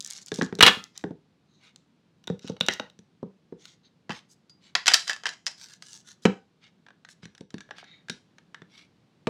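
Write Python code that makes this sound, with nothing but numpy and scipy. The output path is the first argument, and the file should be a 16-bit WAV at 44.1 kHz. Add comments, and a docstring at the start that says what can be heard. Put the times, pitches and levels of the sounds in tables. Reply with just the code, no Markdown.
"""Batteries are taken from their wrapper, tumble on a wooden desk and are pressed into a handheld device.
The plastic cover is rattled on, rubbed and squeezed shut while the case bumps on the desk.
Blows are noise bursts shaped by resonances; rubs are trains of tiny slips over a hiss.
A small room, heard by one close microphone that overloads on the hardest knocks."""
import sys
import numpy as np
from scipy import signal
from scipy.fft import rfft, irfft
from scipy.io import wavfile
from scipy.ndimage import uniform_filter1d

SR = 44100
rng = np.random.default_rng(int(sys.argv[2]) if len(sys.argv) > 2 else 0)


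def digitize_waveform(pressure):
    """Quantize a signal to 16-bit integers and store it at the path in sys.argv[1].

    Rows of a 2-D input are taken as channels; values are limited to [-1, 1].
    """
    field = np.atleast_2d(pressure).T
    bounded = np.clip(field, -1, 1)
    quanta = np.round(bounded * 32767).astype(np.int16)
    wavfile.write(sys.argv[1], SR, quanta)


N = 409688
SIZE = 8192  # samples in one blow or impulse response
HZ = np.fft.rfftfreq(SIZE, 1 / SR)

# Levels of blows are rms over 5 ms.
# Plastic bumps on the desk: start_s, thump_db, click_db, click_tilt [dB/octave]
BUMPS = [(.318, -24.5, -30.5, 0), (.387, -22.5, -52, -10), (.4125, -24, -21, -10.5), (.421, -18.5, -30, 1),
         (.526, -26, -38, -10.5), (.588, -23.5, -38, 6), (.768, -35, -58, -5), (1.0395, -22.5, -35, -7),
         (1.108, -30, -61, 1), (2.3005, -19.5, -46.5, -0.5), (2.445, -34, -59, 7), (2.4965, -24, -61, 9),
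         (2.99, -44, -53.5, 5.5), (3.2285, -26.5, -62, 1), (3.524, -32.5, -63.5, -2),
         (4.095, -28.5, -33.5, -21), (7.231, -40, -51.5, -4.5), (7.255, -41.5, -43.5, -0.5),
         (7.4085, -36.5, -50.5, 3), (7.542, -29, -43, 2), (8.0977, -33.5, -27.5, 2.5),
         (8.619, -43, -46.5, -5)]
# The case is set down hard: start_s, thump_db, click_db, click_tilt [dB/octave]
LANDINGS = [(6.253, -6.5, -16, -5.5), (9.27, -19, -24.5, -6)]
# Loose batteries hit the desk and each other: start_s, level_db, tilt [dB/octave], rebound_gap_s
KNOCKS = [(.6073, -8, -0.3, 0.0017), (.626, -0.5, 1, 0.0042), (.651, -16.5, -1.5, 0.0028),
          (.6638, -6, 1.5, 0.0067), (.678, -8.5, -1, 0.0048)]
# Batteries slip past the springs into their bay: start_s, level_db, tilt [dB/octave], note_hz
SNAPS = [(2.2766, -32.5, -5, 3680), (2.6095, -16.5, -2.5, 3460), (2.6853, -14.5, -2.5, 1920),
         (2.7977, -25.5, -6.5, 4430)]

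# Broad colour of rubbed surfaces, battery bay, cover and case: freq_hz, relative_db
RUB_COLOUR = [(500, -14.5), (1500, -7), (2300, -8.5), (4000, -1), (6500, -2.5), (9500, -16.5),
              (15000, -35.5)]
BAY_COLOUR = [(200, 1), (2200, 2.5), (3800, 5.5), (5000, -3.5), (7000, -4), (10000, -14.5), (15000, -25)]
COVER_COLOUR = [(200, -24.5), (600, -11.5), (2200, -5.5), (5000, 3), (7000, -1.5), (10000, -18),
                (15000, -36.5)]
CASE_COLOUR = [(200, -19), (600, -7.5), (2800, -2), (7000, -7.5), (10000, -20), (15000, -42.5)]
# Resonances of film, bay, cover, springs and case: freq_hz, width_hz, relative_db
FILM_MODES = [(6800, 3600, -0.5)]
BAY_MODES = [(1460, 100, -2.5), (2920, 270, -5.5), (3800, 270, -2), (5740, 400, 0)]
COVER_MODES = [(734, 34, 2), (1600, 400, 3), (1958, 120, 3.5), (2640, 60, 1.5), (3085, 80, 3.5),
               (4940, 100, -1)]
SPRING_MODES = [(1400, 17, 4.5), (4824, 54, -1), (6500, 41, -14)]
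CASE_MODES = [(1650, 240, 1.5), (3720, 600, -5), (5850, 510, -6)]

CONTACT_RING_S = 0.0012  # snaps, touches and taps


def amp(db):
    """Decibels to gain."""
    return 10 ** (np.asarray(db) / 20)


def evened(x):
    """Scales to rms 1."""
    return x / np.sqrt(np.mean(x ** 2) + 1e-20)


def read(points, hz):
    """Reads (Hz, value) rows on a log-frequency axis."""
    f, value = np.transpose(points)
    return np.interp(np.log(hz + 1), np.log(f + 1), value)


def add(mix, s, sound):
    """Mixes a sound in at time s, or at 0 if s is negative."""
    part = mix[max(round(s * SR), 0):][:len(sound)]
    part += sound[:len(part)]


def causal(db):
    """Minimum-phase response with this gain: all ringing follows the blow."""
    log_gain = np.log(amp(np.maximum(db, db.max() - 90)))
    circle = np.concatenate([log_gain, log_gain[-2:0:-1]])
    return np.exp(np.conj(signal.hilbert(circle)))[:len(db)]


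def resonance(hz, width_hz):
    """Power response of one resonance, 1 at its centre."""
    return 1 / (1 + (2 * (HZ - hz) / width_hz) ** 2)


def body(colour, modes, lift_db):
    """Gain in dB of a thing: resonances stand out of its broad colour, and it radiates no deep bass."""
    peaks = sum(amp(db + lift_db) ** 2 * resonance(hz, width_hz) for hz, width_hz, db in modes)
    bass = 1 / (1 + (colour[0][0] / (HZ + 1)) ** 2)
    return read(colour, HZ) + 10 * np.log10((1 + peaks) * bass)


def strike_point(spread_db):
    """Where a contact lands decides which of the many small resonances ring most."""
    centres_hz = 600 * (np.geomspace(1.2, 28, 64) - 1)
    gains_db = spread_db * rng.standard_normal(len(centres_hz))
    return read(list(zip(centres_hz, gains_db)), HZ)


def chatter(ring_s, shell_db, shell_s):
    """Spectrum of one contact: a dying burst of tiny collisions, then a weaker, longer shell shiver."""
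    t = np.arange(SIZE) / SR
    fade = np.exp(-t / ring_s) + amp(shell_db) * np.exp(-t / shell_s)
    z = rfft(rng.standard_normal(SIZE) * fade, 2 * SIZE)
    burst = irfft(z / (abs(z) + 1e-9) ** 0.89)[:SIZE]  # no deep gaps across frequency
    return rfft(burst)


def blows(rows, body_db, bass_hz, treble_hz, shell_db):
    """Each contact rings the thing, tilted darker or brighter; some add a note of their own."""
    note_db, note_width_hz = 10.5, 460
    out = np.zeros(N)
    octaves = np.log2(np.clip(HZ, bass_hz, treble_hz))
    for s, db, tilt, ring_s, *notes_hz in rows:
        tone_db = body_db + tilt * octaves + strike_point(spread_db=3.5)
        for hz in notes_hz:
            tone_db = tone_db + note_db * resonance(hz, note_width_hz)
        hit = irfft(chatter(ring_s, shell_db, shell_s=0.018) * causal(tone_db))
        unit_hit = hit * np.sqrt(.005 * SR / np.sum(hit ** 2))  # rms 1 over 5 ms
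        add(out, s, amp(db) * unit_hit)
    return out


def single(rows, ring_s):
    """Plain contacts (start_s, level_db, tilt, ring_s): one thing always rings about as long."""
    return [(s, db, tilt, ring_s) for s, db, tilt in rows]


def rattling(rows, ring_s, rebound_db):
    """A loose part strikes, rebounds ever sooner, weaker and duller, amid faint settling ticks."""
    gap_ratio, rebound_tilt = 0.79, -1.3  # per rebound; tilt change in dB/octave
    settle_s, settle_db = 0.07, -27  # ticks: time span, level relative to the blow
    contacts = []
    for s, db, tilt, gap_s, *note_hz in rows:
        for late in rng.random(size=3):
            contacts.append((s + late * settle_s, db + settle_db, tilt, ring_s / 2))
        for k in range(3):
            contacts.append((s, db + k * rebound_db, tilt + k * rebound_tilt, ring_s, *note_hz))
            s += gap_s * gap_ratio ** k
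    return contacts


def clicking(rows, ring_s):
    """The plastic clicks as it meets the desk."""
    return single([(s, click_db, tilt) for s, _, click_db, tilt in rows], ring_s)


def thumping(rows, share_db=0):
    """The desk top takes the weight: the gentler the push, the duller the thump."""
    ring_s, firm_db = 0.0038, -9.5
    dulling = 0.23  # dB/octave lost per dB under a firm blow
    contacts = []
    for s, db, *_ in rows:
        thump_db = db + share_db
        contacts.append((s, thump_db, dulling * (thump_db - firm_db), ring_s))
    return contacts


def sliding(rows, shell_db, slips_per_s, hiss_db):
    """Surfaces stick and slip unevenly, each spot with its own ring, over a hiss that travels."""
    slip_spread_db, flutter_db, travel_db = 7, 1, 6.5  # slip size, pressure waver, spot-to-spot ring
    out = np.zeros(N)
    for middle_s, length_s, db, treble_db in rows:
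        n = int(np.clip(length_s, .01, .5) * SR)
        tone_db = shell_db + read([(2500, 0), (8000, treble_db)], HZ)
        rub, path, places = np.zeros(n), np.linspace(0, 1, n), np.linspace(0, 1, 6)
        for place in places:
            chance, size = rng.random(SR // 2)[:n], rng.exponential(1, SR // 2)[:n]
            hiss = rng.standard_normal(SR // 2)[:n]
            slipped = chance < slips_per_s / len(places) / SR
            slips = slipped * amp(slip_spread_db * np.minimum(size, 2)) * np.sign(hiss)
            near_spot = evened(np.maximum(1 - 2 * abs(path - place), 0) ** 2)
            spot = irfft(causal(tone_db + strike_point(travel_db)))
            drive = evened(slips) + amp(hiss_db) * near_spot * hiss
            rub += signal.fftconvolve(drive, evened(spot))[:n]
        waver = uniform_filter1d(rng.standard_normal(SR), size=300)
        flutter = amp(flutter_db * evened(waver)[:n])
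        add(out, middle_s - length_s / 2, amp(db) * evened(rub * flutter) * np.hanning(n))
    return out


def air():
    """A steady low rumble and faint hiss from filtered noise, whose level dips briefly."""
    # Room noise: freq_hz, relative_db
    noise_colour = [(25, -32), (110, -7), (170, 0), (600, -19), (2000, -27), (4000, -28), (7000, -38),
                    (16000, -57)]
    # Brief dip: time_s, offset_db
    lull = [(7.421, 0.5), (7.46, -30), (7.509, 2.5)]
    base_db = -66  # before the offset
    hz = np.fft.rfftfreq(N, 1 / SR)
    noise = evened(irfft(rfft(rng.standard_normal(N)) * amp(read(noise_colour, hz)), N))
    offset_db = np.interp(np.arange(N) / SR, *np.transpose(lull))
    return amp(base_db + offset_db) * noise


def film_rustles():
    """The film wrapper rustles: sparse slips ring its broad resonance."""
    # Rustles: middle_s, length_s, level_db before the fade in and out, extra_treble_db
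    rustles = [(.06, 0.27, -47.5, -5), (.172, 0.082, -44, 7), (.221, 0.039, -49, 11),
               (.279, 0.043, -48, 1.5), (.365, 0.12, -44, -0.5), (.44, 0.076, -46.5, -3.5),
               (.98, 0.11, -53.5, -14.5)]
    return sliding(rustles, body(RUB_COLOUR, FILM_MODES, lift_db=8.5), slips_per_s=210, hiss_db=-4)


def film_crackles():
    """The film wrapper buckles in very short bright clicks."""
    # Crackles: start_s, level_db, tilt [dB/octave]
    crackles = [(.0058, -33.5, 3.5), (.0105, -40, 1), (.0256, -46, 2), (.0475, -34.5, 3), (.0625, -37, 2.5),
                (.075, -41, 11), (.1035, -37.5, 14), (.1088, -34.5, 4), (.1225, -45, 12), (.134, -40, 4),
                (.2618, -44, 16), (.284, -45, 0), (.342, -36.5, 1.5), (.3465, -38.5, 2), (.3593, -38.5, -1),
                (.4304, -42.5, -3), (.4627, -47.5, -3.5), (.5525, -41.5, -1), (.8406, -40, -1.5),
                (.977, -36.5, 4), (1.7606, -48, -4)]
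    # Film colour: freq_hz, relative_db
    film_colour = [(200, -34), (600, -17), (2200, -15), (3500, 2), (7000, 0.5), (10000, -13), (15000, -27)]
    film_db = body(film_colour, FILM_MODES, lift_db=3.5)
    return blows(single(crackles, ring_s=.0005), film_db, 800, 9000, shell_db=-36)


def room(x, build_s, taps_per_s):
    """Sparse wall reflections build up, then each band dies at its own speed."""
    # Room tail: band_hz, t60_s, level_db
    bands = [(152, 0.14, -4.5), (463, 0.23, -12), (1520, 0.21, -11.5), (7000, 0.27, -17.5)]
    n = SR // 2
    t, hz = np.arange(n) / SR, np.fft.rfftfreq(n, 1 / SR)
    taps = rfft(rng.choice([-1., 1.], n) * (rng.random(n) < taps_per_s / SR))
    tail, centres_hz = np.zeros(n), [row[0] for row in bands]
    for (_, t60_s, db), share in zip(bands, np.eye(len(bands))):
        fade = amp(-60 * (t / t60_s) ** 1.25) * (1 - np.exp(-(t / build_s) ** 2))
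        band = irfft(taps * read(list(zip(centres_hz, share)), hz), n)
        tail += amp(db) * band * fade / np.linalg.norm(irfft(taps, n) * fade)
    return signal.fftconvolve(x, tail)[:N]


def desk_thumps():
    """The wooden desk top booms under bumps and landings, and takes a share of snaps and knocks."""
    # Desk colour: freq_hz, relative_db
    desk_colour = [(60, -21), (120, -6), (190, 2), (320, -3), (450, -0.5), (700, -11), (1100, -15),
                   (6000, -74.5)]
    # Desk resonances: freq_hz, width_hz, relative_db
    desk_modes = [(190, 42, -7), (257.6, 28, -7), (430, 130, -5), (900, 36, -4.5)]
    thumps = thumping(BUMPS + LANDINGS) + thumping(SNAPS, share_db=-10) + thumping(KNOCKS, share_db=-14)
    return blows(thumps, body(desk_colour, desk_modes, lift_db=11.0), 66, 1200, shell_db=-23)


def bump_clicks():
    """The plastic case resonates in a short click at each bump on the desk."""
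    case_db = body(CASE_COLOUR, CASE_MODES, lift_db=13.5)
    return blows(clicking(BUMPS, ring_s=0.0014), case_db, 590, 9000, shell_db=-25)


def battery_touches():
    """Batteries click lightly, at the desk and in the bay: short bursts through one set of resonances."""
    # Touches: start_s, level_db, tilt [dB/octave]
    touches = [(.5925, -34, -0.5), (2.2402, -54.5, 2.5), (2.273, -38.5, 7), (2.3932, -51, 5),
               (2.476, -41, 2), (2.482, -41, 0), (2.5665, -48, -5), (2.6035, -42, 10), (2.664, -36, 8),
               (2.7365, -34.5, 10), (2.8995, -52.5, 2), (3.6547, -43.5, 3)]
    bay_db = body(BAY_COLOUR, BAY_MODES, lift_db=12.0)
    return blows(single(touches, CONTACT_RING_S), bay_db, 740, 6600, shell_db=-27)


def battery_knocks():
    """Loose batteries strike and rebound, ringing their narrow modes."""
    # Battery colour: freq_hz, relative_db
    battery_colour = [(200, -19.5), (1200, 1), (3500, 2), (5000, -7.5), (7000, -16), (15000, -33)]
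    # Battery resonances: freq_hz, width_hz, relative_db
    battery_modes = [(2270, 45, -4.5), (2880, 97, -1), (3310, 29, -1.5), (4010, 63, 1.5)]
    knocks = rattling(KNOCKS, ring_s=0.003, rebound_db=-4.0)
    return blows(knocks, body(battery_colour, battery_modes, lift_db=7.0), 500, 9000, shell_db=-16.0)


def finger_squeaks():
    """Fingertips drag with a thin squeak: rapid slips excite two narrow resonances."""
    # Squeaks: middle_s, length_s, level_db before the fade in and out, extra_treble_db
    squeaks = [(1.56, .24, -70.5, 0), (3.86, 0.069, -60.5, -17.5)]
    # Squeak resonances: freq_hz, width_hz, relative_db
    squeak_modes = [(4040, 190, 4), (6330, 200, -6)]
    return sliding(squeaks, body(RUB_COLOUR, squeak_modes, lift_db=24), slips_per_s=1300, hiss_db=-5)


def plastic_strokes():
    """Fingers and batteries brush the plastic in hissy stick-slip."""
    # Strokes: middle_s, length_s, level_db before the fade in and out, extra_treble_db
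    strokes = [(1.66, 0.15, -57, -12.5), (3.67, 0.22, -55.5, 1), (4.165, 0.12, -49.5, -5.5),
               (4.665, 0.14, -58, -8), (6.655, 0.11, -56, -15), (7.112, 0.072, -54.5, 12),
               (7.24, 0.046, -52, -9), (7.79, 0.096, -51, -11), (8.78, 0.21, -54.5, -7)]
    # Rubbed plastic resonances: freq_hz, width_hz, relative_db
    rub_modes = [(1280, 130, -6.5), (2197, 150, 3), (3350, 1000, -4.5)]
    return sliding(strokes, body(RUB_COLOUR, rub_modes, lift_db=10), slips_per_s=600, hiss_db=1.5)


def battery_snaps():
    """The battery drops home with a note that depends on how it sits."""
    snaps = [(s, db, tilt, CONTACT_RING_S, hz) for s, db, tilt, hz in SNAPS]
    return blows(snaps, body(BAY_COLOUR, BAY_MODES, lift_db=12.0), 740, 6600, shell_db=-27)


def battery_shoves():
    """A battery is shoved along its bay, which rings at each slip."""
    # Shoves: middle_s, length_s, level_db before the fade in and out, extra_treble_db
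    shoves = [(2.472, 0.16, -50, -5.5), (2.725, 0.067, -38, -7)]
    return sliding(shoves, body(RUB_COLOUR, BAY_MODES, lift_db=14), slips_per_s=190, hiss_db=-0.5)


def plastic_clacks():
    """Light plastic, the battery pack and the loose cover, clacks and rebounds with its own note."""
    # Clacks: start_s, level_db, tilt [dB/octave], rebound_gap_s, note_hz
    clacks = [(4.0942, -32, -7.5, .004, 1000), (4.105, -30, -9.5, 0.0042, 2800),
              (4.752, -15, -4.5, 0.0015, 4900), (4.868, -18.5, 0, 0.0011, 3300),
              (4.8798, -9.5, -1.5, 0.0022, 2250), (4.9365, -10.5, 0, 0.0058, 4600),
              (5.078, -28, -0.5, 0.0078, 4860), (5.0955, -21, -2.5, .0092, 1730),
              (5.2558, -23, -3, 0.00088, 1670), (5.2655, -24.5, -4, 0.0033, 3140),
              (5.4658, -22.5, 0, 0.0069, 5530)]
    contacts = rattling(clacks, ring_s=0.0026, rebound_db=-5.5)
    return blows(contacts, body(COVER_COLOUR, COVER_MODES, lift_db=4), 1000, 8960, shell_db=-17)


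def edge_judders():
    """The edge of a loose plastic part judders along in sparse slips."""
    # Judders: middle_s, length_s, level_db before the fade in and out, extra_treble_db
    judders = [(4.123, 0.039, -39.5, -7.5), (4.903, 0.089, -28.5, -5), (5.098, 0.075, -35, 0.5)]
    return sliding(judders, body(RUB_COLOUR, COVER_MODES, lift_db=11), slips_per_s=260, hiss_db=-5.5)


def spring_grazes():
    """A soft graze on the open case sets the springs' narrow modes singing."""
    # Grazes: middle_s, length_s, level_db before the fade in and out, extra_treble_db
    grazes = [(4.318, .075, -58, 17)]
    return sliding(grazes, body(RUB_COLOUR, SPRING_MODES, lift_db=20), slips_per_s=900, hiss_db=3)


def spring_pings():
    """A spring rings faintly in its narrow modes as the case is turned."""
    # Pings: start_s, level_db, tilt [dB/octave]
    pings = [(4.496, -48.5, 1)]
    spring_db = body(COVER_COLOUR, SPRING_MODES, lift_db=22.0)
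    return blows(single(pings, ring_s=0.0057), spring_db, 800, 8800, shell_db=-25)


def plastic_taps():
    """Light plastic clicks singly, between and after the louder clacks."""
    # Taps: start_s, level_db, tilt [dB/octave]
    taps = [(4.8595, -25.5, -1.5), (4.918, -23, -5), (4.9418, -9, 0.5), (5.132, -32.5, 0.5),
            (5.1635, -40, -5), (5.2358, -37.5, -6.5), (5.283, -38, -5.5), (5.2903, -31, -2),
            (5.336, -48, -2), (5.4612, -45, 7), (5.8236, -40, 0.5)]
    cover_db = body(COVER_COLOUR, COVER_MODES, lift_db=4)
    return blows(single(taps, CONTACT_RING_S), cover_db, 1000, 8960, shell_db=-17)


def cover_scrapes():
    """The cover scrapes over the case, whose shell colours the slips."""
    # Scrapes: middle_s, length_s, level_db before the fade in and out, extra_treble_db
    scrapes = [(5.626, 0.15, -47.5, 5.5), (5.715, 0.15, -51.5, 5.5), (5.921, 0.26, -49.5, 10.5),
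               (6.096, 0.12, -50, 4), (6.24, .05, -52, 10.5)]
    return sliding(scrapes, body(RUB_COLOUR, CASE_MODES, lift_db=7.5), slips_per_s=260, hiss_db=-1.5)


def case_landings():
    """The case clicks as it is set down hard; the grip damps the shell."""
    case_db = body(CASE_COLOUR, CASE_MODES, lift_db=-2)
    return blows(clicking(LANDINGS, ring_s=0.0042), case_db, 740, 8770, shell_db=-32.0)


def case_ticks():
    """The case ticks and resonates as it is gripped and squeezed shut."""
    # Ticks: start_s, level_db, tilt [dB/octave]
    ticks = [(6.865, -50, -5.5), (6.8853, -49, -5.5), (6.905, -51, -8), (7.049, -45, -2.5),
             (7.0883, -47, -1), (7.3502, -52, 1), (7.379, -51, 2), (7.505, -52, 2), (7.582, -45, 0),
             (7.6062, -41.5, -0.5), (7.69, -50.5, -10), (7.7088, -34.5, -7.5), (7.7832, -43, -2.5),
             (7.828, -46, -15), (7.842, -50, -1.5), (8.0845, -40, -2), (8.3834, -49.5, -2.5),
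             (8.5448, -38, -3.5)]
    case_db = body(CASE_COLOUR, CASE_MODES, lift_db=13.5)
    return blows(single(ticks, ring_s=0.0022), case_db, 590, 9000, shell_db=-25)


def finger_slides():
    """A finger slides on the closed case and makes its resonances sing."""
    # Slides: middle_s, length_s, level_db before the fade in and out, extra_treble_db
    slides = [(7.91, 0.3, -55.5, -16)]
    # Singing case resonances: freq_hz, width_hz, relative_db
    slide_modes = [(1930, 105, 5.5), (2250, 140, 0.5), (3720, 210, 2.5), (4220, 150, -4), (6770, 120, -3)]
    return sliding(slides, body(RUB_COLOUR, slide_modes, lift_db=29), slips_per_s=900, hiss_db=10)


def scene():
    """All the handling, close to the microphone, with the room behind it."""
    wrapper = film_rustles() + film_crackles()
    desk = desk_thumps() + bump_clicks() + case_landings()
    batteries = battery_touches() + battery_knocks() + battery_snaps() + battery_shoves()
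    rubs = finger_squeaks() + plastic_strokes() + finger_slides()
    springs = spring_grazes() + spring_pings()
    plastic = plastic_clacks() + edge_judders() + plastic_taps() + cover_scrapes()
    near = wrapper + desk + batteries + rubs + springs + plastic + case_ticks()
    return (near + room(near, build_s=0.011, taps_per_s=3000) + air())[None]


def record(dry):
    """The small microphone flattens the highest peaks and loses the deep bass; then the band limit."""
    knee, ceiling = .5, .87  # full scale = 1
    edge_hz = 16400
    over = np.maximum(abs(dry) - knee, 0)
    squashed = (ceiling - knee) * np.tanh(over / (ceiling - knee))
    held = np.sign(dry) * (abs(dry) - over + squashed)
    thin = signal.sosfilt(signal.butter(3, 62, "high", fs=SR, output="sos"), held)
    low_pass = signal.firwin(301, edge_hz, window=("kaiser", 9), fs=SR)
    return signal.oaconvolve(thin, low_pass[None], "same")


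dry = scene()
out = record(dry)
digitize_waveform(out)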